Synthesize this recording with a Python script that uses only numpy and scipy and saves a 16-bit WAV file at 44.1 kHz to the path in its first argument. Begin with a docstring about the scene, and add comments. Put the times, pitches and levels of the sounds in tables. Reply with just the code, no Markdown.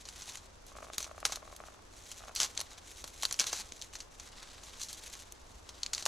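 """A low rumble and faint hiss of air come first, then dry birch bark is peeled by hand in a quiet wood.
The papery layers crackle and rustle as the hand moves: grains of noise, coloured and swelled.
Snaps are millisecond bursts of noise with a shivering ring; tears are dense runs of tiny fractures.
Under a steady pull the bark creaks in dull resonant ticks. The trees add a thin, scattered echo."""
import sys
import numpy as np
from scipy import signal
from scipy.fft import rfft, irfft, next_fast_len
from scipy.io import wavfile
from scipy.ndimage import map_coordinates

SR = 44100
rng = np.random.default_rng(int(sys.argv[2]) if len(sys.argv) > 2 else 0)


def unload_audio(sound):
    """Save the sound as a 16-bit wav file, at the path given as the first command line argument."""
    columns = np.transpose(np.atleast_2d(sound))
    # keep every value between -1 and 1, then stretch to whole-number steps
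    steps = np.round(np.clip(columns, -1, 1) * 32767)
    wavfile.write(sys.argv[1], SR, steps.astype(np.int16))


N = 267687  # length of the scene [samples]

# colour of the open air: (frequency [Hz], relative level [dB])
AIR_COLOUR = [(15, -2), (28, 0), (52, 1.5), (80, -1), (130, -14), (250, -11.5), (500, -11), (1100, -13.5),
              (2000, -21.5), (4000, -25), (6300, -23), (9000, -32.5), (13000, -43), (16000, -59)]
# how alike the air is in the two ears: (frequency [Hz], likeness [0 to 1])
AIR_LIKENESS = [(60, 1), (130, 0.69), (400, 0.033), (1500, 0.04), (6000, 0.073)]

# the hand bends the sheet and it crinkles: (start [s], length [s], middle level before a trim [dB])
CRINKLE_MOVES = [(0.03, 0.21, -54), (0.18, 0.19, -48.5), (0.77, 0.33, -54), (1.17, 0.62, -60.5),
                 (1.97, 0.26, -53), (2.2, 0.71, -57), (2.86, 0.13, -51.5), (3.1, 0.55, -51.5),
                 (3.76, 0.12, -52.5), (3.94, 0.075, -51), (4.2, 0.74, -56.5), (4.8, 0.17, -50.5),
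                 (5.0, 0.22, -48.5), (5.4, 0.33, -62.5), (5.69, 0.24, -60.5)]
# sleeve and glove rub along: (start [s], length [s], middle level before a trim [dB])
RUB_MOVES = [(0.13, 0.27, -53.5), (2.26, 0.48, -57), (2.69, 0.12, -53), (3.47, 0.19, -53.5),
             (4.32, 0.25, -49), (4.62, 0.2, -54), (4.85, 0.45, -55), (5.68, 0.2, -56)]
# colour of the crinkling paper: (frequency [Hz], relative level [dB])
CRINKLE_COLOUR = [(880, -57), (1500, -12), (1740, -11), (2100, -8), (2800, -8.5), (3920, -4), (4970, -9),
                  (6430, 0), (9100, -11.5), (11000, -11), (13800, -24.5), (16000, -33)]
# colour of the rubbing: (frequency [Hz], relative level [dB])
RUB_COLOUR = [(200, -29), (500, -8), (1100, -2), (2500, -6), (4000, -2), (8000, -9), (16000, -43)]
HELD_CRINKLE_DB, HELD_RUB_DB = -70, -79  # the sheet merely held, before the same trims
HAND_SWELL_DB = 5  # the middle of a movement over its ends

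# how long the echo lasts in the wood: (frequency [Hz], time to fall 60 dB [s])
ECHO_DECAY = [(200, 1), (1000, 0.47), (4000, 0.18), (12000, 0.22)]
# strength of the echo: (frequency [Hz], level [dB])
ECHO_LEVEL = [(200, -15), (1000, -8.5), (2500, -14), (6000, -16), (14000, -8)]

# loud fractures of the bark:
# (time [s], level [dB], body [dB], edge [dB], after-ring before a trim [dB])
FRACTURES = [(0.0542, -45, 1, -16, -5), (0.088, -40.5, -4, -6, -9), (0.221, -41, 4, -6, -3.5),
             (0.3723, -44.5, 3, 0, -3), (0.666, -52.5, -2, 17, -13), (0.9342, -42.5, 12.5, -1, -6.5),
             (0.982, -27.5, 2, 9, -12), (1.0038, -39, 4, 7, -4), (1.0284, -36.5, -3, 1, -18),
             (1.0439, -39.5, 6.5, -5, -4),          (1.2026, -49, -2, 7, -7), (1.253, -22, 3, -0.5, -6.5),
             (1.3221, -33.5, 6.5, -3, -2.5), (1.358, -36, 3, 4, -6), (1.5641, -45, -1, 10, -11),
             (2.1162, -40, 0, 1, -4.5), (2.3514, -38, -3, 14, -5), (2.361, -32, -8, -4, -0.5),
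             (2.402, -23.5, -1.5, -6, -12), (2.4167, -29, -4, -11, -5), (2.4318, -26, -3.5, 0, -12),
             (2.5765, -29, -10.5, -12, -27), (2.5938, -39.5, 14, 1, -7), (2.6036, -32.5, -4, 1, -11),
             (2.6129, -34.5, 7.5, 6, -13), (3.0416, -38, 11, 1, -7.5), (3.0774, -44, 5, 8, -6.5),
             (3.2242, -35, -22, 2, -6), (3.233, -29, 3, -2, -7.5), (3.2528, -23.5, 1, 3, -14.5),
             (3.311, -33, 10.5, -7, -12), (3.3261, -29, -1, 8, -13), (3.3424, -37.5, 1, -8, -13),
             (3.3914, -30.5, -2, 0, -2), (3.3972, -21, -3, -9, -6), (3.405, -26, -2.5, -1, -10),
             (3.413, -34, 5, 1, -5), (3.442, -36.5, 5, -4, -16), (3.4688, -32, -4, 3, -3.5),
             (3.5301, -29, 11, 0, -6), (3.599, -40, 8, 4, -7), (3.722, -39, 6, -11, -19),
             (3.8157, -40, -21, -7, -25), (3.822, -38.5, -17, -4, -9), (3.935, -47, 6, -9, -7),
             (3.954, -40, -2, -9, -1.5), (4.004, -41.5, -2, -11, -1.5), (4.1985, -42.5, 1, -5, -4.5),
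             (4.9297, -39, -14, 6, -8), (5.1528, -46, 11, -4, -8), (5.323, -42.5, -21, 13, -21),
             (5.6912, -43, 6, -5, -3), (5.833, -28, -7.5, -12, -16), (5.8632, -33, -4, -5.5, -17),
             (5.9337, -31, -2, -1, 0), (5.9491, -31.5, -7, -5, -19), (5.98, -35, -1, -17, -19),
             (6.025, -38, 6, -3, -6), (6.0551, -29, 0, 5, -7), (6.0622, -26, 7, 1, -8)]
# colour of breaking bark: (frequency [Hz], relative level [dB])
BARK_COLOUR = [(59, -60), (100, -19.5), (289, -18), (1100, -9), (2000, -10.5), (2800, -7), (3620, -4.5),
               (4290, 0), (5080, -5.5), (6290, 3), (8830, -10.5), (10200, -10.5), (11600, -14),
               (13500, -23.5), (16000, -38)]

# a layer zips off the one below: (start [s], length [s], level before a trim [dB], body [dB])
TEAR_STROKES = [(0.271, 0.064, -50.5, 5), (0.991, 0.053, -47, 0.5), (1.279, 0.074, -48, 2),
                (2.37, 0.035, -41, 0), (2.407, 0.044, -34, 3), (2.567, 0.033, -51, 10),
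                (3.4, 0.04, -42, 6.5), (3.463, 0.037, -41, 3), (3.519, 0.093, -42, 2),
                (4.634, 0.014, -47, -2.5), (4.795, 0.018, -42, -1.5), (4.816, 0.018, -37, -14.5),
                (4.885, 0.013, -42, -6), (5.953, 0.068, -45.5, 3.5)]
TEAR_ATTACK_S, TEAR_RELEASE_S = 0.0037, 0.025

# hard slips that stand out of the creak: (time [s], level [dB])
HARD_SLIPS = [(0.767, -46), (0.786, -43.5), (0.828, -41.5), (0.847, -46.5), (0.901, -42), (1.005, -47),
              (1.113, -43.5), (1.18, -43), (1.229, -38.5), (1.297, -42), (1.372, -44), (1.428, -47.5),
              (1.477, -46.5), (1.527, -45.5), (1.603, -42), (1.638, -45), (1.685, -46.5), (2.239, -47.5),
              (2.282, -45), (2.294, -46)]
# steady pulls that make the sheet creak: (start [s], length [s], usual level of small slips [dB])
STEADY_PULLS = [(0.723, 0.17, -49), (1.072, 0.095, -48), (1.42, 0.38, -56), (2.205, 0.11, -52)]
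# dull resonances of the creak: (frequency [Hz], width [Hz], level [dB])
CREAK_MODES = [(673, 170, 4), (1145, 150, 3), (2260, 130, -11)]
SLIP_PITCH_SPREAD = 0.085  # octaves
SLIP_GAP_S, SLIP_UNEVEN = 0.022, 0.3  # typical gap, and the spread of its natural logarithm
SLIP_SPREAD_DB = 2

# ripple of the microphone port: (frequency [Hz], gain [dB])
PORT_RIPPLE = [(5300, 0.5), (6050, 0.1), (6600, -1.5), (7600, .5), (8800, -0.35), (10200, 0.36),
               (12000, -3.5), (13400, 2.5), (15500, 0)]
TOP_HZ = 16000  # upper band limit


def amp(db):
    """Turn decibels into gain."""
    return 10 ** (np.asarray(db) / 20)


def unit(x):
    """Scale a sound to an rms of 1."""
    return x / np.sqrt(np.mean(x ** 2) + 1e-20)


def along(points, hz):
    """Read (Hz, value) points between their knots on a log frequency axis."""
    f, v = np.transpose(points)
    return np.interp(np.log(hz + 1), np.log(f + 1), v)


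def wobble(rate):
    """Draw a smooth random curve with this many knots a second."""
    knots = rng.standard_normal(int(N * rate / SR) + 4)
    return map_coordinates(knots, [np.arange(N) * rate / SR])


def filtered(x, response):
    """Shape a sound by a response that depends on frequency."""
    m = next_fast_len(N + SR // 2)
    hz = np.fft.rfftfreq(m, 1 / SR)
    return irfft(rfft(x, m) * response(hz), m)[..., :N]


def causal(gain):
    """Give a gain curve minimum phase, so the sound starts promptly with nothing ahead of it."""
    cep = irfft(np.log(np.maximum(gain, 1e-6)))
    half = len(cep) // 2
    folded = np.r_[cep[0], 2 * cep[1:half]]
    return np.exp(rfft(folded, len(cep)))


def resonances(modes, hz):
    """Add up resonances, each passing a band around its own frequency."""
    return sum(amp(db) * 1j * hz * width / (centre * centre - hz * hz + 1j * hz * width)
               for centre, width, db in modes)


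def add(track, s, sound):
    """Mix a sound into the track at time s."""
    part = track[max(round(s * SR), 0):][:len(sound)]
    part += sound[:len(part)]


def air(level_db=-56):
    """Steady low rumble and faint hiss of open air, wide except in the deep bass."""
    def colour(hz):
        # more of the side signal makes the two ears less alike
        turn = np.arccos(np.clip(along(AIR_LIKENESS, hz), -1, 1)) / 2
        return amp(along(AIR_COLOUR, hz)) * [np.cos(turn), np.sin(turn)]

    mid, side = filtered(rng.standard_normal((2, N)), colour)
    drift_db = 0.2 * wobble(2.37)
    return amp(level_db + drift_db) * unit(np.array([mid + side, mid - side]))


def movements(rows, rest_db):
    """Gain of hand movements over a resting level: each speeds up to its middle and slows again."""
    t = np.arange(N) / SR
    power = amp(rest_db) ** 2
    for s, length, db in rows:
        off_middle = 2 * (t - s) / length - 1  # -1 at the start, 1 at the end
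        power = power + amp(db - HAND_SWELL_DB * off_middle ** 2) ** 2
    return np.sqrt(power)


def crackles(rate, spread_db):
    """Tiny fractures at random moments, rate a second on average, each a short puff of noise."""
    chance, size = rng.random(N), rng.standard_normal(N)
    sign = rng.choice([-1, 1], N)
    pulses = (chance < rate / SR) * amp(spread_db * np.minimum(size, 2)) * sign
    t = np.arange(SR // 50) / SR
    fade = np.exp(-t / 0.0003) + 0.09 * np.exp(-t / 0.0032)  # a quick drop and a weak, longer tail
    energy = np.convolve(pulses ** 2, fade)[:N]
    return unit(np.sqrt(energy) * rng.standard_normal(N))


def handling(crinkle_db=-1, tick_db=-5, rub_db=-4):
    """Papery layers slide and crinkle; sleeve and glove rub along with them."""
    crinkle_gain = movements(CRINKLE_MOVES, HELD_CRINKLE_DB)
    rub_gain = movements(RUB_MOVES, HELD_RUB_DB)
    grip = amp(3.36 * wobble(60))  # the sliding catches and lets go
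    fine = crackles(rate=2200, spread_db=8.5)
    ticks = crackles(rate=70, spread_db=6.0)
    grains = (fine + amp(tick_db) * ticks) * grip
    paper = unit(filtered(grains, lambda hz: causal(amp(along(CRINKLE_COLOUR, hz)))))
    friction = crackles(rate=1800, spread_db=7.5) * grip
    rub = unit(filtered(friction, lambda hz: amp(along(RUB_COLOUR, hz))))
    return amp(crinkle_db) * crinkle_gain * paper + amp(rub_db) * rub_gain * rub


def trees(x):
    """Trunks and ground scatter a thin echo, different in each ear."""
    hz, t, noise = signal.stft(rng.standard_normal((2, SR * 3 // 4)), SR, nperseg=256)
    late = amp(-60 * t / along(ECHO_DECAY, hz)[:, None])
    early = 3.9 * amp(-60 * t / 0.012)  # strong at first, down 60 dB in 12 ms
    tail = signal.istft(noise * (late + early), SR, nperseg=256)[1]
    tail = tail / np.linalg.norm(tail[0])
    delayed = np.pad(x, (SR // 300, 0))[None]  # the echo starts about 3 ms late
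    wet = signal.fftconvolve(delayed, tail, axes=1)[:, :N]
    return filtered(wet, lambda hz: amp(along(ECHO_LEVEL, hz)))


def snaps(burst_s=0.0012, lead_s=0.0011, lead_db=-10, ring_t60=0.064, ring_db=-3,
          body_hz=1800, edge_hz=9000, flake_db=1.55, size=8192):
    """First fibres give, the rest break in a millisecond burst, then the stiff sheet shivers."""
    track, hz = np.zeros(N), np.fft.rfftfreq(size, 1 / SR)
    t = (np.arange(size) - SR // 200) / SR  # 5 ms of room for the first fibres
    age = np.abs(t)
    head, after = (t >= 0) & (t < .0034), (t >= .0034) & (t < .01)  # where the levels are set
    fading = (t > 0) * amp(-60 * age / ring_t60) * (1 - np.exp(-age / burst_s))
    for s, db, body_db, edge_db, after_db in FRACTURES:
        fibres, shiver, clumps = rng.standard_normal((3, size))
        # a clean break is over sooner and leaves the sheet quieter
        length = burst_s * amp(.5 * np.clip(after_db + 12.5, -20, 3))
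        breaking = np.where(t < 0, amp(lead_db) * np.exp(-age / lead_s), np.exp(-age / length))
        # broad flakes have more body, thin splinters more edge
        body = body_db / (1 + (hz / body_hz) ** 4)
        edge = edge_db * (1 - 1 / (1 + (hz / edge_hz) ** 8))
        # and every flake has a few broad resonances of its own
        flake = np.interp(hz, np.linspace(0, SR / 2, 24), flake_db * rng.standard_normal(24))
        colour = causal(amp(along(BARK_COLOUR, hz) + body + edge + flake))
        burst = irfft(rfft(np.sign(fibres) * breaking) * colour)
        ring = irfft(rfft(shiver * amp(6.8 * clumps) * fading) * colour)
        crack = burst / burst[head].std() + amp(after_db + ring_db) * ring / ring[after].std()
        add(track, s + t[0], amp(db) * crack)
    return track


def stroke(start, length):
    """Envelope of one tear: it rises around its start, holds, and dies away."""
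    t = np.arange(N) / SR - start
    rise = np.clip(.5 + t / TEAR_ATTACK_S, 0, 1)
    return rise * np.exp(-2 * np.maximum(t - length, 0) / TEAR_RELEASE_S)


def tears(level_db=-1, body_hz=3000, splinter_db=-4):
    """A tear is a dense run of parting fibres with larger splinters breaking among them."""
    fibres = crackles(rate=2200, spread_db=9)
    splinters = crackles(rate=140, spread_db=-0.5)
    breaking = fibres + amp(splinter_db) * splinters
    rip = unit(filtered(breaking, lambda hz: causal(amp(along(BARK_COLOUR, hz)))))
    body = filtered(rip, lambda hz: 1 / (1 + (hz / body_hz) ** 4))
    track = np.zeros(N)
    for s, length, db, body_db in TEAR_STROKES:
        tear = rip + (amp(body_db) - 1) * body  # raise or lower the part below body_hz
        track += amp(db + level_db) * stroke(s, length) * tear
    return track


def small_slips(count=48):
    """Under each pull the bark sticks and slips at an uneven rate: (time [s], level [dB])."""
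    slips = []
    for start, length, db in STEADY_PULLS:
        gap, strength = rng.standard_normal((count, 2)).T
        ages = np.cumsum(SLIP_GAP_S * np.exp(SLIP_UNEVEN * gap)) - SLIP_GAP_S
        for age, z in zip(ages, strength):
            if age < length:
                slips.append((start + age, db + SLIP_SPREAD_DB * z))
    return slips


def creak(soft_hz=2750, size=2048, count=256):
    """The strained bark slips in single dull ticks, each a little different in pitch."""
    track, hz = np.zeros(N), np.fft.rfftfreq(size, 1 / SR)
    head = round(.003 * SR)  # the first 3 ms set the level
    slips = HARD_SLIPS + small_slips()
    for (s, db), chance in zip(slips, rng.standard_normal(count)):
        pitch = 2 ** (SLIP_PITCH_SPREAD * chance)
        # a soft contact dulls the treble
        soft_contact = causal(1 / np.sqrt(1 + (hz / (soft_hz * pitch)) ** 6))
        tick = irfft(resonances(CREAK_MODES, hz / pitch) * soft_contact)
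        add(track, s, amp(db) * tick / tick[:head].std())
    return track


def scene(left_db=0.3):
    """The bark sounds almost straight ahead, with its echo and the open air around it."""
    bark = snaps() + tears() + creak() + handling()
    direct = bark * amp([[left_db], [-left_db]])
    return direct + trees(bark) + air()


def record(dry):
    """The microphone port ripples the treble, and a steep band limit cuts what lies above it."""
    heard = filtered(dry, lambda hz: amp(along(PORT_RIPPLE, hz)))
    return filtered(heard, lambda hz: 1 / (1 + (hz / TOP_HZ) ** 120))


dry = scene()
out = record(dry)
unload_audio(out)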